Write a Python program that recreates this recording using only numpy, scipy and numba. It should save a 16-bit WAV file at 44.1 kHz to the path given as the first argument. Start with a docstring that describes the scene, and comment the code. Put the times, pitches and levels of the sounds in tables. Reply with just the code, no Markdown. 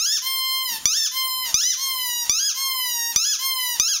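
"""A dog chews a rubber squeaker ball in a quiet room, close to a camera.
First a bite pushes air through the ball's reed: a loud squeak that rises and falls, with a soft, low
thump from the overloaded camera at its start. The gain control lets an instant through, then clamps.
Next the jaw eases and the ball sucks air back in: a long, lower tone that ends in flutter and hiss.
Near the end of that first refill the dog shifts its grip. Five more bites follow, with refills between."""
import sys
import numpy as np
from scipy import signal
from scipy.fft import rfft, irfft
from scipy.io import wavfile
from scipy.ndimage import uniform_filter1d
from numba import njit

SR = 44100
rng = np.random.default_rng(int(sys.argv[2]) if len(sys.argv) > 2 else 0)


def unload_audio(sound):
    """Save the sound as a 16-bit wav file, at the path given as the first command line argument."""
    columns = np.transpose(np.atleast_2d(sound))
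    # keep every value between -1 and 1, then stretch to whole-number steps
    steps = np.round(np.clip(columns, -1, 1) * 32767)
    wavfile.write(sys.argv[1], SR, steps.astype(np.int16))


N = 176400
T = np.arange(N) / SR

# the tune of the squeak, one list per bite: (time [s], pitch [Hz])
BITE_PITCHES = [
    [(0.0, 1220), (0.032, 1361), (0.048, 1363), (0.066, 1623), (0.12, 1734), (0.13, 1832), (0.146, 1838),
     (0.16, 1745), (0.168, 1662), (0.18, 1266), (0.19, 1107)],
    [(0.856, 1139), (0.926, 1346), (0.936, 1454), (0.946, 1610), (0.98, 1843), (1.016, 1758), (1.04, 1789),
     (1.054, 1698), (1.06, 1660), (1.068, 1366), (1.085, 1105)],
    [(1.543, 1167), (1.603, 1395), (1.615, 1670), (1.633, 1740), (1.639, 1945), (1.643, 1906),
     (1.661, 1980), (1.683, 2050), (1.703, 2034), (1.721, 1880), (1.731, 1702), (1.735, 1646),
     (1.747, 1244), (1.75, 1167)],
    [(2.296, 1141), (2.322, 1210), (2.358, 1300), (2.382, 1350), (2.392, 1438), (2.404, 1612),
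     (2.434, 1631), (2.454, 1679), (2.476, 1672), (2.49, 1602), (2.5, 1390), (2.516, 1242), (2.53, 1050)],
    [(3.16, 1158), (3.2, 1294), (3.241, 1380), (3.255, 1644), (3.273, 1674), (3.301, 1719), (3.316, 1690),
     (3.33, 1606), (3.34, 1362), (3.35, 1285), (3.365, 1080)],
    [(3.798, 1170), (3.816, 1243), (3.876, 1389), (3.886, 1606), (3.896, 1667), (3.912, 1660),
     (3.926, 1577), (3.928, 1569), (3.938, 1368), (3.96, 1283), (3.985, 1020)],
]
# one row per bite: (start [s], stop [s], strength [dB], pitch where the reed's period doubles [Hz])
BITE_EVENTS = [(-.02, 0.209, -5.5, 1730), (0.8558, 1.099, -6, 1720), (1.543, 1.772, -5, 1815),
               (2.2955, 2.539, -7, 1780), (3.1608, 3.378, -6, 1660), (3.798, 3.994, -5.5, 1780)]
# strength of the partials (the pure tones in a sound), blowing out: (frequency [Hz], relative level [dB])
BITE_COLOUR = [(1150, -22.5), (1700, -19.5), (2600, -15), (3400, -9.5), (4000, -9.5), (4900, -6),
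               (5400, -0.5), (5950, 3), (6600, -2.5), (7300, -14), (8600, -24.5), (10000, -18.5),
               (11500, -23), (12400, -29), (13400, -23.5), (14700, -18.5), (15600, -20), (16000, -40)]
# on high notes the reed repeats only every second swing, which adds in-between partials:
# (pitch above the doubling point [Hz], relative level of those partials [dB])
DOUBLING = [(-150, -57), (-44, -34), (10, -13), (72, -10), (180, 1)]
# air rushing through the reed: (frequency [Hz], relative level [dB])
RUSH_COLOUR = [(60, -17), (300, -24), (900, -7), (2000, -11), (3500, -5), (6000, -5.5), (7200, 1.5),
               (9000, -7), (15500, -21)]
# the room's steady background noise: (frequency [Hz], relative level [dB])
BACKGROUND_COLOUR = [(25, -5.5), (70, 0), (150, -3), (240, -0.5), (400, -5), (800, -8), (2000, -23),
                     (15000, -12.5)]
# echoes from the floor and nearby furniture: (delay [s], level before dulling [dB])
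ECHOES = [(.00855, -10.5), (.0133, -14.5), (.0181, -17), (.02, -16)]
# how long the room rings: (frequency [Hz], time to fade by 60 dB [s])
ROOM_FADE = [(500, .5), (3000, .48), (6000, .38), (9000, .24), (16000, .17)]
# how strongly the room rings: (frequency [Hz], level [dB])
ROOM_COLOUR = [(500, -6), (3000, -7.5), (6000, -6.5), (9000, -5), (16000, -7)]
# the tone of air going back in, one list per refill: (time [s], pitch [Hz], relative level [dB])
REFILL_CURVES = [
    [(.215, 988, -33), (.24, 1036, -29), (.275, 1056, -23), (.31, 1057, -23), (.425, 1047, -24.4),
     (.57, 1050, -21.6), (.623, 1045, -24.5), (.66, 1030, -25.5), (.69, 985, -27), (.715, 935, -27.5),
     (.745, 900, -30), (.78, 880, -37), (.81, 880, -42)],
    [(1.11, 995, -34), (1.147, 1041, -28.5), (1.18, 1049, -21.5), (1.257, 1043, -19.5), (1.29, 1035, -22.5),
     (1.41, 1029, -27), (1.45, 1016, -27.5), (1.468, 960, -29), (1.5, 915, -34), (1.53, 915, -38)],
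    [(1.765, 1011, -31), (1.8, 1064, -27), (1.83, 1075, -23), (1.874, 1064, -21.4), (1.934, 1041, -26),
     (2.007, 1014, -24), (2.104, 971, -24.5), (2.148, 962, -24.7), (2.2, 962, -23), (2.235, 950, -26),
     (2.248, 915, -31), (2.265, 910, -36)],
    [(2.54, 1002, -31.5), (2.575, 1056, -23.5), (2.61, 1073, -20), (2.673, 1064, -14), (2.746, 1037, -20),
     (2.819, 1013, -14.5), (2.912, 965.5, -20.5), (2.996, 937.5, -18.5), (3.057, 932.3, -22),
     (3.108, 945, -21.5), (3.12, 928, -29), (3.136, 833, -31)],
    [(3.385, 992, -29), (3.41, 1036, -24), (3.43, 1061, -24.5), (3.465, 1062, -14.5), (3.515, 1052, -16),
     (3.551, 1038, -19.5), (3.596, 1017, -16.5), (3.69, 979.5, -18.5), (3.73, 967, -21.5),
     (3.752, 938, -24), (3.775, 872, -32)],
]
# one row per refill: (flutter starts [s], reed stops [s], ball is full [s], strength [dB], last hiss [dB])
REFILL_EVENTS = [(0.668, 0.795, 0.865, 4.5, -41), (1.418, 1.53, 1.555, 3, -35),
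                 (2.21, 2.285, 2.305, 3.5, -34), (3.098, 3.145, 3.17, -0.5, -34),
                 (3.725, 3.785, 3.81, 1, -34)]
# strength of the partials, sucking in: (frequency [Hz], relative level [dB])
REFILL_COLOUR = [(930, -5.5), (1060, -5.5), (1880, -4), (2130, -4), (2830, -4), (3170, 2.5), (3750, -3),
                 (4080, -0.5), (4220, 2.5), (4700, -1), (5200, 0), (5350, 1.5), (5780, 4.5), (6000, -4),
                 (6200, -19), (6430, 5.5), (6650, 4), (7000, -7.5), (7400, -7), (8300, -7.5), (8750, -5.5),
                 (9100, -7.5), (9450, -4.5), (10000, -3.5), (10450, -20), (11000, -12), (11700, -5.5),
                 (12600, -6.5), (13600, -1.5), (14450, -2.5), (15000, -11), (15400, -11), (15700, -5.5)]
# faint steady hiss under the refill tone: (frequency [Hz], relative level [dB])
REFILL_HISS_COLOUR = [(300, -18), (1000, 3), (5000, 2), (10000, -8), (15000, -39)]
# the dog shifts its grip: (start [s], length [s], level [dB])
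RUB_EVENTS = [(0.699, 0.082, -38), (0.773, 0.15, -44.5)]
# muzzle rubbing on rubber: (frequency [Hz], relative level [dB])
RUB_COLOUR = [(40, -14), (120, -22), (220, 1.5), (400, -19), (900, -11), (3000, -29), (12000, -8.5)]


def amp(db):
    """Turns decibels into a number to multiply by."""
    return 10 ** (np.asarray(db) / 20)


def unit(x):
    """Scales a signal to an average size (rms) of 1."""
    return x / np.sqrt(np.mean(x ** 2) + 1e-20)


def read(points, hz):
    """Reads between the rows of a table, giving each octave the same space."""
    frequencies, values = np.transpose(points)
    return np.interp(np.log(hz + 1), np.log(frequencies + 1), values)


def ramp(x):
    """A smooth step from 0 to 1."""
    return np.sin(np.pi / 2 * np.clip(x, 0, 1)) ** 2


def noise(colour):
    """Noise of size 1 whose balance of low and high follows a table."""
    gain = amp(read(colour, np.fft.rfftfreq(N, 1 / SR)))
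    return unit(irfft(rfft(rng.standard_normal(N)) * gain, N))


def waver(length, step_s=0.016):
    """A curve that wanders from one random value to the next."""
    t = T[:length]
    knots = np.arange(0, t[-1] + step_s, step_s)
    return np.interp(t, knots, rng.standard_normal(len(knots)))


def reed(pitch, jitter, colour, doubling=None, thin_db=0, waver_db=0, jitter_hz=400, thin_hz=4000):
    """Air swings a small flap, a little unsteadily; the toy makes some partials louder than others."""
    smoothing = np.exp(-2 * np.pi * jitter_hz / SR)
    shake = unit(signal.lfilter([1], [1, -smoothing], rng.standard_normal(len(pitch))))
    phase = 2 * np.pi * np.cumsum(pitch * (1 + jitter * shake)) / SR
    hz = np.arange(SR)
    gain = amp(read(colour, hz)) * ramp((SR / 2 - hz) / 4000)
    out, power = 0, 0
    for multiple in np.arange(1, 18.5, 0.5):
        in_between = multiple % 1 != 0
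        if in_between and doubling is None:
            continue
        size = gain[(pitch * multiple).astype(int)]
        if in_between:  # these grow by 2.5 dB per octave, up to the strength of the others
            size = size * np.minimum(doubling * amp(2.5 * np.log2(multiple / 2.5)), 1)
        power = power + size ** 2 / 2
        low_cut_db = thin_db / (1 + (pitch[0] * multiple / thin_hz) ** 2)
        size = size * amp(low_cut_db + waver_db * waver(len(pitch)))
        out = out + size * np.cos(multiple * phase + 2 * np.pi * rng.random())
    return out / np.sqrt(np.mean(power))


def bites(attack_s=0.000066, release_s=0.04, swell_db_per_octave=5.5, air_db=-33):
    """The reed snaps open; its pitch climbs as the jaw presses and falls as it eases."""
    out, rush = np.zeros(N), noise(RUSH_COLOUR)
    for curve, (start, stop, db, doubling_hz) in zip(BITE_PITCHES, BITE_EVENTS):
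        on = (T >= start) & (T < stop)
        t = T[on]
        pitch = uniform_filter1d(np.interp(t, *np.transpose(curve)), size=130)
        fade = ramp((t - start) / attack_s) * ramp((stop - t) / release_s)
        level = fade * amp(db + swell_db_per_octave * np.log2(pitch / pitch[0]))
        doubling = amp(np.interp(pitch - doubling_hz, *np.transpose(DOUBLING)))
        tone = reed(pitch, jitter=0.0023, colour=BITE_COLOUR, doubling=doubling)
        out[on] += level * (tone + amp(air_db) * rush[on])
    return out


def thumps(thump_db=-21.5, thump_s=0.0014, rebound_db=-15.5, rebound_s=0.039):
    """The overloaded camera gives a short, low thump and a slow swing back as each squeak starts."""
    out = np.zeros(N)
    for start, stop, *_ in BITE_EVENTS:
        on = (T >= start) & (T < stop)
        age = T[on] - start
        pulse = age / thump_s * np.exp(1 - age / thump_s)
        rebound = amp(rebound_db) * ramp(age / (2 * thump_s)) * np.exp(-age / rebound_s)
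        out[on] += pulse - rebound
    return amp(thump_db) * out


def echoes(x, cutoff_hz=4500):
    """Soft surfaces nearby send back a few late copies with less treble."""
    dull = signal.lfilter(*signal.butter(1, cutoff_hz, fs=SR), x)
    return sum(amp(db) * np.pad(dull, (round(delay * SR), 0))[:N] for delay, db in ECHOES)


def room(x):
    """Many reflections blur into one tail, whose high notes die away first."""
    reflections = rng.standard_normal(SR // 2) * ramp(T[:SR // 2] / 0.0017)
    hz, t, bands = signal.stft(reflections, SR, nperseg=256)
    fade_rate = np.log(1000) / read(ROOM_FADE, hz)[:, None]
    size = amp(read(ROOM_COLOUR, hz))[:, None] * np.sqrt(2 * fade_rate / SR)
    tail = signal.istft(bands * size * np.exp(-fade_rate * t), SR, nperseg=256)[1]
    return signal.fftconvolve(x, tail)[:N]


def refills(attack_s=0.0078, release_s=0.021, flutter_rise_s=0.06, steady_hiss_db=-37, rush_db=-20):
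    """Air drawn back in holds a sagging tone; as the ball fills, it flutters and gives way to hiss."""
    out, rush, steady_hiss = np.zeros(N), noise(RUSH_COLOUR), noise(REFILL_HISS_COLOUR)
    for curve, (flutter_start, stop, full, db, last_hiss_db) in zip(REFILL_CURVES, REFILL_EVENTS):
        times, hz, level_db = np.transpose(curve)
        on = (T >= times[0]) & (T < full)
        t, age = T[on], T[on] - times[0]
        pitch = uniform_filter1d(np.interp(t, times, hz), size=500)
        flutter = ramp((t - flutter_start) / flutter_rise_s)
        thin_db = -3.5 * np.exp(-age / 0.1)  # the low partials reach full strength late
        tone = reed(pitch, jitter=0.0008 + 0.024 * flutter, colour=REFILL_COLOUR,
                    thin_db=thin_db, waver_db=2.1)
        suction_db = 9 * np.exp(-age / 0.13)  # the pull is strongest just after the jaw opens
        level = amp(db + np.interp(t, times, level_db) + suction_db) * ramp(age / attack_s)
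        rush_level = flutter * np.hypot(level * amp(rush_db), amp(last_hiss_db))
        hiss = level * amp(steady_hiss_db) * steady_hiss[on] + rush_level * rush[on]
        out[on] += level * tone * ramp((stop - t) / release_s) + hiss * ramp((full - t) / release_s)
    return out


def rubs():
    """Muzzle and ball rub softly as the dog moves its head."""
    level = sum(amp(db) * np.sin(np.pi * np.clip((T - start) / length, 0, 1))
                for start, length, db in RUB_EVENTS)
    return level * noise(RUB_COLOUR)


def scene(refill_room_db=-2.5, background_db=-51):
    """The toy in a quiet room, the same in both ears; refills stir the room a little less than bites."""
    blown, sucked = bites(), refills()
    toy = blown + sucked
    ringing = room(blown + amp(refill_room_db) * sucked)
    mix = toy + thumps() + echoes(toy) + ringing + rubs() + amp(background_db) * noise(BACKGROUND_COLOUR)
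    return np.array([mix, mix])


@njit
def gain_control(wanted_db, attack_s=0.0063, recover_db_per_s=89):
    """How many dB the camera turns the sound down: it clamps quickly and lets go at a steady rate."""
    out, cut_db = np.zeros(len(wanted_db)), wanted_db[:400].max()
    for i, wanted in enumerate(wanted_db):
        if wanted > cut_db:
            cut_db += (wanted - cut_db) / (attack_s * SR)
        else:
            cut_db = max(cut_db - recover_db_per_s / SR, wanted)
        out[i] = cut_db
    return out


def record(dry, limit_db=-25.5, ratio=4.6, ceiling_db=-3.5, notch_hz=7904, width_hz=460, top_hz=15900):
    """The camera turns loud sounds down, rounds off peaks, and drops a thin treble band and the very top."""
    level_db = 10 * np.log10(abs(uniform_filter1d(dry[0] ** 2, size=64)) + 1e-12)
    wanted_cut_db = np.maximum(level_db - limit_db, 0) * (1 - 1 / ratio)
    held = dry * amp(-gain_control(wanted_cut_db))
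    rounded = held / (1 + (held / amp(ceiling_db)) ** 8) ** (1 / 8)
    hz = np.fft.rfftfreq(2 * N, 1 / SR)
    notch = 1 - np.exp(-((hz - notch_hz) / width_hz) ** 2)
    notched = irfft(rfft(rounded, 2 * N) * notch)[:, :N]
    low_pass = signal.firwin(511, top_hz, window=("kaiser", 9), fs=SR)
    return signal.oaconvolve(notched, low_pass[None], "same")


dry = scene()
out = record(dry)
unload_audio(out)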